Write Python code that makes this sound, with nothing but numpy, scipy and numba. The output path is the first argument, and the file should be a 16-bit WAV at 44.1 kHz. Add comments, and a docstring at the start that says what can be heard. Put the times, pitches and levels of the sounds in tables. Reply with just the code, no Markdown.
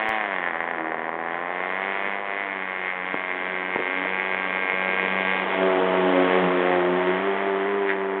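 """A radio-controlled speedboat circles on a calm sea, its small motor firing once a turn into a resonant
exhaust pipe. One sharp, bright click comes just after the start; the throttle closes, and the motor
stumbles, then picks up. The boat turns and runs in towards the shore, raspy bow-on, while a few soft
knocks and thumps sound at the narrow-band microphone. At about 5.5 s it passes close by and heads away,
a deep hum in churning spray."""
import sys
import numpy as np
from scipy import signal
from scipy.fft import rfft, irfft, next_fast_len
from scipy.io import wavfile
from scipy.ndimage import uniform_filter1d, map_coordinates
from numba import njit

SR = 44100
rng = np.random.default_rng(int(sys.argv[2]) if len(sys.argv) > 2 else 0)


def wav_record(signal):
    """Record a signal, one row per channel, as 16-bit PCM in the file named by sys.argv[1]."""
    frames = np.transpose(np.atleast_2d(signal))
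    bounded = np.clip(frames, -1, 1)
    # unit amplitude maps onto the largest positive 16-bit level
    quanta = np.round(bounded * 32767).astype(np.int16)
    wavfile.write(sys.argv[1], SR, quanta)


N = 361619
TIME = np.arange(N) / SR
HUM_TOP_HZ = 577


def from_db(db):
    """Amplitude ratio of a level in decibels."""
    return 10 ** (np.asarray(db) / 20)


def rms_one(x):
    """Normalisation to rms 1."""
    return x / np.sqrt(np.mean(x ** 2) + 1e-20)


def slow_rms(x):
    """Running rms over many firings."""
    size = SR // 8
    return np.sqrt(uniform_filter1d(uniform_filter1d(x * x, size), size) + 1e-12)


def evened(x):
    """Slow gain control: the running rms is held at 1, while single firings still differ."""
    return x / slow_rms(x)


def in_time(rows):
    """Linear interpolation of a table's columns at every sample."""
    times, *columns = np.transpose(rows)
    return [np.interp(TIME, times, column) for column in columns]


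def ramp(start_s, end_s):
    """Linear rise from 0 to 1."""
    return np.clip((TIME - start_s) / (end_s - start_s), 0, 1)


def swell(centre_s, half_s):
    """Gaussian envelope of height 1."""
    return np.exp(-((TIME - centre_s) / half_s) ** 2)


def drift(knots_per_s):
    """Smooth random modulation with a spread of about 1."""
    return map_coordinates(rng.standard_normal(4096), [TIME * knots_per_s], order=3, mode="wrap")


def delayed(x, delay_s):
    """Delay line of steady or changing length."""
    return np.interp(TIME - delay_s, TIME, x, left=0)


def low_passed(x, hz, order):
    """Causal Butterworth low-pass filter."""
    return signal.sosfilt(signal.butter(order, hz, fs=SR, output="sos"), x)


def below(x, hz):
    """Zero-phase crossover: the part of x under hz."""
    return signal.sosfiltfilt(signal.butter(6, hz, fs=SR, output="sos"), x)


def coloured(x, spectrum):
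    """Minimum-phase filter with the given spectrum, made causal by folding the cepstrum."""
    size = next_fast_len(N + SR // 2, real=True) // 2 * 2
    hz, db = np.transpose(spectrum)
    bin_hz = np.arange(size // 2 + 1) * SR / size
    gain = from_db(np.interp(np.log(bin_hz + 1), np.log(hz), db))
    cepstrum = irfft(np.log(gain))
    cepstrum[1:size // 2] *= 2
    cepstrum[size // 2 + 1:] = 0
    return irfft(rfft(x, size) * np.exp(rfft(cepstrum)))[:N]


def resonance(x, hz, width_hz):
    """Two-pole resonator with a peak gain of 1."""
    r = np.exp(-np.pi * width_hz / SR)
    poles = [1, -2 * r * np.cos(2 * np.pi * hz / SR), r * r]
    return signal.lfilter(np.array([1, 0, -1]) * (1 - r * r) / 2, poles, x + 1e-18)


@njit
def gliding_resonance(x, hz, width_hz):
    """Two-pole resonator whose centre frequency moves."""
    r = np.exp(-np.pi * width_hz / SR)
    feedback = 2 * r * np.cos(2 * np.pi * hz / SR)
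    y = np.zeros(len(x))
    for i in range(2, len(x)):
        y[i] = (1 - r * r) / 2 * (x[i] - x[i - 2]) + feedback[i] * y[i - 1] - r * r * y[i - 2]
    return y


def firings(turns, speed_hz, lost_hz):
    """Impulse train, one firing a turn; its shimmer and jitter grow as the motor stumbles or slows."""
    # bangs and misfires that stand out: time_s, level_db
    odd_firings = [(.211, 3.5), (.221, -3.5), (.3, -4), (.352, -5.5), (.373, -5), (.384, 1.5), (.395, -4.5),
                   (.463, 2), (.486, 1.5), (.498, -5), (.521, -8.5), (.581, -2.5), (.605, 6), (.641, 3),
                   (.7, -3.5), (.712, 3.5), (.723, -6.5), (.759, -2), (.783, 3.5), (.808, 3.5), (.82, -2.5),
                   (.92, 4), (.932, -3.5), (.945, 4), (.957, -6), (1.031, -4.5), (1.093, 4.5), (1.105, -5),
                   (4.335, 1.5), (4.346, 4.5), (4.357, -4), (4.699, 4), (4.954, -2.5), (5.24, -5),
                   (5.25, 2.5)]
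    weak_share, weak_db, hardest_db, jitter_ms_per_db, rebound = 0.051, -3, 1.5, 0.012, 0.17
    at = np.flatnonzero(np.diff(np.floor(turns)))
    stumble_db = 0.09 * lost_hz * (1 - ramp(0.96, 1.1))   # ends as the throttle opens again
    slowing_hz_per_s = np.maximum(-np.gradient(speed_hz, TIME), 0)
    uneven_db = (0.74 + stumble_db + 0.012 * slowing_hz_per_s)[at]
    shimmer, jitter = rng.standard_normal((1024, 2))[:len(at)].T
    weak = rng.random(1024)[:len(at)] < weak_share
    swing = rms_one(signal.lfilter([1], [1, rebound], shimmer))   # a soft firing makes the next harder
    firing_db = np.minimum(uneven_db * swing, hardest_db) + weak_db * weak
    for time_s, level_db in odd_firings:
        firing_db[np.argmin(np.abs(TIME[at] - time_s))] = level_db
    late = np.round(jitter_ms_per_db * SR / 1000 * uneven_db * jitter).astype(int)
    pulses = np.zeros(N)
    pulses[np.clip(at + late, 0, N - 1)] = from_db(firing_db)
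    return pulses


def exhaust(pulses, speed_hz):
    """Source and filter: each pressure pulse and its puff of gas echo in the pipe and ring its shell."""
    # reflections inside the pipe: delay_ms, gain
    echoes = [(0.729, -0.3), (5.099, 0.051)]
    # modes of pipe and hull: centre_hz, width_hz, gain_db
    modes = [(423, 480, -7.5), (780, 490, -10.5), (1840, 200, -18.5), (2455, 41, -2)]
    # spectral envelope of the exhaust: frequency_hz, gain_db
    pulse_spectrum = [(60, -43.5), (95, -23), (140, -10), (190, 2.5), (350, 2), (560, 2), (760, 4),
                      (930, 3.5), (1100, 8.5), (1300, 1.5), (1600, 3.5), (2100, 1), (2450, -6),
                      (2800, -8.5), (3300, -16.5), (4300, -26.5)]
    gas_db, gas_decay_ms, steady_top_hz, shut_turn = -19, 11, 446, 0.372
    puff = signal.lfilter([1], [1, -np.exp(-1000 / (gas_decay_ms * SR))], pulses + 1e-18)
    gas = rms_one(low_passed(puff * rng.standard_normal(N), hz=1230, order=1))
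    # every stroke expels the same volume, so the lows stay even and only the sharp front varies
    front = pulses + below((pulses > 0) - pulses, steady_top_hz)
    # the port shuts part of a turn later, with a weaker pulse of opposite sign
    shutting = -0.18 * delayed(front - below(front, steady_top_hz), shut_turn / speed_hz)
    blast = front + shutting + from_db(gas_db) * np.std(front) * gas
    piped = blast + sum(gain * delayed(blast, ms / 1000) for ms, gain in echoes)
    ringing = sum(from_db(db + 2 * drift(7.8)) * resonance(piped, hz, width) for hz, width, db in modes)
    return evened(coloured(piped + ringing, pulse_spectrum))


def honk(motor, run_in):
    """A hollow resonance of the pipe, fading on the run in."""
    return from_db(-8) * (1 - run_in) * resonance(motor, hz=750, width_hz=140)


def nasal(motor, bared_db):
    """A nasal pipe resonance, strongest bow-on, modulated as water laps over the outlet."""
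    # the resonance as the heading changes: time_s, centre_hz, gain
    nasal_path = [(0, 1980, 0.33), (.28, 1950, .3), (.47, 1840, .55), (1.15, 1820, .35), (1.9, 2120, 0.69),
                  (2.65, 2114, 0.87), (4.7, 2180, 1.4), (5.35, 2100, 1.0), (5.7, 2200, 0.2),
                  (6.3, 1880, 0.17), (8.2, 1860, 0.18)]
    centre_hz, gain = in_time(nasal_path)
    centre_hz = centre_hz + 40 * drift(25)
    gain = gain * from_db(3 * drift(40)) + 0.18 * np.clip(bared_db, 0, 3.5)
    return gain * gliding_resonance(motor, centre_hz, width_hz=330)


def snarl(motor, speed_hz):
    """A formant on the 16th harmonic slides down with the speed as the throttle closes."""
    gain = from_db(-7.5) * (1 - ramp(0.55, 0.58))
    return gain * gliding_resonance(motor, 16 * speed_hz, width_hz=300)


def shore_reflection(motor):
    """A weak reflection of the upper band off the shore; with the direct sound it forms a comb filter."""
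    # lag behind the direct sound, growing as the boat runs in: time_s, delay_ms
    shore_lag = [(3.2, 2.824), (4.5, 3.7)]
    delay_ms, = in_time(shore_lag)
    return 0.11 * delayed(motor - below(motor, HUM_TOP_HZ), delay_ms / 1000)


def churn(turns):
    """Turbulence at the propeller: lumpy noise, amplitude-modulated at the shaft rate."""
    # spectrum of the churning water: frequency_hz, gain_db
    churn_spectrum = [(30, -36.5), (110, -23.5), (190, -19.5), (330, -0.5), (550, 3), (1000, 3.5),
                      (1400, 0.5), (2100, -3.5), (2700, -12), (3300, -11.5), (4300, -31)]
    throb = 1 + 0.16 * np.cos(2 * np.pi * turns)
    lumps = from_db(-0.5 * drift(120))
    return rms_one(coloured(throb * lumps * rng.standard_normal(N), churn_spectrum))


def radiated(boat, level_db, bow, astern, lost_hz, bared_db):
    """Directivity and shielding: heading, distance, speed and waves weight the bass, rasp and edge."""
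    # gain of each band: side_db, bow_added_db, astern_added_db, db_per_lost_hz, db_per_near_db
    bass_weights = (1.0, 3.5, 4, 0.13, -0.2)
    rasp_weights = (0.19, 1.3, -1.7, -0.094, -0.48)
    edge_weights = (-8, 7.5, 1, -0.56, 0.49)
    bass_top_hz, bark_top_hz, rasp_top_hz = 540, 1330, 2271
    near_db = level_db - level_db.mean()
    bass_db, rasp_db, edge_db = (
        side + ahead * bow + behind * astern + slowed * lost_hz + near * near_db
        for side, ahead, behind, slowed, near in (bass_weights, rasp_weights, edge_weights))
    bass_db = bass_db + 0.88 * bow * near_db   # bow-on, the bass grows faster as the boat nears
    body, under_edge = below(boat, bark_top_hz), below(boat, rasp_top_hz)
    bark = body / slow_rms(body - below(body, HUM_TOP_HZ))
    bass_lift = (from_db(bass_db) - 1) * below(bark, bass_top_hz)
    rasp = from_db(rasp_db) * evened(under_edge - body)
    edge = from_db(edge_db) * evened(boat - under_edge)
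    return from_db(level_db) * (bark + bass_lift + from_db(bared_db) * (rasp + edge))


def hum(turns, far_db, bow, astern):
    """The pipe mouth radiates low harmonics; choppy water modulates their level and phase."""
    # harmonics heard from astern: order, closest_db, fall_db_per_far_db, bow_added_db
    harmonics = [(1, -56, 2, -15.5), (2, -33, 1.23, -12.5), (3, -31.5, 1.0, -8), (4, -26.5, 0.35, -13.5),
                 (5, -26.5, 5, -1), (6, -28.5, 2.5, -10.5), (7, -32, 0.93, -11), (8, -35, 5.5, -18),
                 (9, -41, 0.5, -18), (10, -38.5, 1, -17), (11, -40, 8.5, -19.5), (12, -43.5, 2, -14)]
    # one harmonic of the hum swells briefly: centre_s, half_length_s, order, level_db
    harmonic_swells = [(0.09, 0.12, 4, -35.5), (.09, 0.33, 7, -43.5), (0.83, 0.1, 4, -35),
                       (5.642, 0.26, 7, -34.5), (5.687, 0.075, 4, -33.5), (5.773, .04, 8, -34.5),
                       (5.833, 0.04, 5, -29.5), (5.977, 0.12, 4, -35), (6.196, 0.083, 3, -26.5),
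                       (6.17, 0.033, 6, -23.5), (6.2, 0.025, 7, -30), (6.295, 0.029, 9, -38),
                       (6.458, 0.032, 2, -30.5), (6.62, 0.1, 5, -37), (6.718, 0.069, 6, -37),
                       (6.721, 0.088, 8, -29), (6.88, 0.1, 4, -28.5), (7.017, 0.023, 7, -36),
                       (7.092, 0.025, 4, -25.5), (7.787, 0.13, 4, -32.5)]
    choppy = from_db(-0.84 * far_db * astern)   # the tones steady as the boat draws away
    tones = 0
    for order, closest_db, fall, bow_db in harmonics:
        phase = 2 * np.pi * order * turns + choppy * drift(8.1)
        directivity = astern ** 2 + from_db(bow_db) * bow
        sustained = directivity * from_db(closest_db - fall * far_db + 3 * choppy * drift(14))
        swelling = sum(from_db(db) * swell(s, half_s) for s, half_s, k, db in harmonic_swells
                       if k == order)
        tones = tones + (sustained + swelling) * np.sin(phase)
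    return np.sqrt(2) * tones


def rumble():
    """Ambient noise: the faint low rumble of the open air."""
    return from_db(-71.5) * rms_one(low_passed(rng.standard_normal(N), hz=90, order=2))


def click(start_s=0.092, level_db=-20, decay_ms=0.45):
    """One sharp, bright click just after the start: a step with exponential decay."""
    return from_db(level_db) * (TIME >= start_s) * np.exp(-np.abs(TIME - start_s) * 1000 / decay_ms)


def hull_ring(motor, bow, run_in):
    """Forced vibration: the motor drives a narrow hull mode, heard bow-on during the run in."""
    return from_db(4.5) * bow * run_in * resonance(motor, hz=1603, width_hz=31)


def knocks():
    """Soft knocks at the microphone: heavily damped impulse responses."""
    # impacts: start_s, level_db
    impacts = [(3.143, -11.5), (3.76, -10), (4.74, -20)]
    # spectrum of a knock: frequency_hz, gain_db
    knock_spectrum = [(40, -27), (110, -14), (200, -1.5), (350, 2), (800, -1.5), (1400, -9.5), (2500, -53),
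                      (4300, -52.5)]
    taps = np.zeros(N)
    for start_s, level_db in impacts:
        taps[round(start_s * SR)] = from_db(level_db)
    bumps = coloured(taps, knock_spectrum)
    return bumps * taps.max() / np.abs(bumps).max()


def thumps(width_hz=420):
    """Hollow thumps close to the microphone: short noise bursts excite a broad resonance."""
    # bursts: centre_s, half_length_s, pitch_hz, peak_db
    bursts = [(3.791, 0.0071, 330, -21), (3.803, .006, 290, -17), (4.056, 0.0044, 443, -19)]
    out = 0
    for centre_s, half_s, pitch_hz, peak_db in bursts:
        burst = swell(centre_s, half_s) * rng.standard_normal(N)
        thump = resonance(resonance(burst, pitch_hz, width_hz), pitch_hz, width_hz)
        out = out + from_db(peak_db) * thump / np.abs(thump).max()
    return out


def scene():
    """Superposition of the moving boat, the knocks, the thumps and the air, in mono."""
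    # motor speed: time_s, firing_rate_hz
    speed_curve = [(0.0, 107.59), (0.11, 110.64), (0.19, 107.96), (0.28, 99.53), (0.39, 90.99),
                   (0.54, 82.8), (0.7, 85.23), (0.86, 79.88), (1.1, 81.84), (1.31, 84.51), (1.5, 89.33),
                   (1.69, 92.29), (1.78, 95.57), (2.15, 99.78), (2.44, 99.12), (2.6, 94.78), (2.98, 91.02),
                   (3.17, 93.46), (3.3, 91.94), (3.94, 92.83), (4.24, 94.9), (4.46, 93.4), (4.81, 93.73),
                   (5.14, 94.75), (5.69, 94.23), (6.12, 91.78), (6.26, 92.0), (6.91, 89.45), (7.16, 93.1),
                   (7.28, 98.37), (7.63, 97.65), (7.68, 99.99), (7.84, 99.2), (7.91, 97.2), (8.2, 97.1)]
    # loudness of the boat at the shore: time_s, level_db
    level_curve = [(0, -29.5), (.12, -28.5), (.28, -32.5), (.85, -32.5), (1.3, -32.5), (2.0, -32.5),
                   (2.6, -36.5), (3.5, -35.5), (4.0, -34), (4.75, -32.5), (5.3, -30.5), (5.75, -30),
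                   (6.3, -29), (6.9, -31), (7.55, -33.5), (8.2, -36.5)]
    # waves bare (+) or cover (-) the outlet: centre_s, half_length_s, treble_db
    waves = [(0.07, .12, 0.5), (0.457, 0.14, 3), (1.143, 0.097, -3), (1.47, 0.058, -2.5),
             (2.22, 0.066, -4.5), (2.874, 0.045, 2.5), (2.97, 0.05, -1), (3.97, .07, 1.5),
             (5.024, 0.082, 1), (5.17, 0.035, -1), (5.465, 0.028, -4), (5.84, 0.16, -1), (6.334, 0.049, 3),
             (6.708, 0.047, 2), (7.08, 0.098, 1), (7.775, 0.045, -1.5), (7.902, 0.025, 8.5),
             (8.094, 0.14, -1.5)]
    speed_hz, = in_time(speed_curve)
    level_db, = in_time(level_curve)
    far_db = level_db.max() - level_db
    lost_hz = np.maximum(93.1 - speed_hz, 0)   # shortfall from the clean-running speed
    astern = ramp(5.33, 5.63)   # the boat passes and shows its stern
    bow = ramp(1.45, 2.86) * (1 - astern)   # the bow swings towards the shore
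    run_in = ramp(1.9, 3.3)
    ripple_db = 0.5 * drift(10)
    bared_db = sum(db * swell(s, half_s) for s, half_s, db in waves) + ripple_db
    # the propeller's changing bite makes the shaft run a little early or late
    turns = np.cumsum(speed_hz) / SR + 0.007 * drift(14)
    motor = exhaust(firings(turns, speed_hz, lost_hz), speed_hz)
    pipe_rings = honk(motor, run_in) + nasal(motor, bared_db) + snarl(motor, speed_hz)
    motor = motor + pipe_rings + hull_ring(motor, bow, run_in)
    motor = motor + shore_reflection(motor)
    # from astern, the lows of the sharp firings give way to the smooth hum
    motor = motor - 0.47 * astern * below(motor, HUM_TOP_HZ)
    churn_share = np.clip(0.18 + 0.6 * astern * from_db(-0.84 * far_db - bared_db), 0.01, 0.95)
    boat = np.sqrt(1 - churn_share) * motor + np.sqrt(churn_share) * churn(turns)
    heard = radiated(boat, level_db, bow, astern, lost_hz, bared_db)
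    return (heard + hum(turns, far_db, bow, astern) + knocks() + thumps() + rumble())[None]


def record(dry):
    """Band limiting: the microphone cuts the treble; the click is added after it and stays bright."""
    narrow = low_passed(below(dry, hz=3760), hz=4400, order=24)
    top_cut = signal.cheby2(12, 70, 17000, fs=SR, output="sos")
    return signal.sosfilt(top_cut, narrow + click())


dry = scene()
out = record(dry)
wav_record(out)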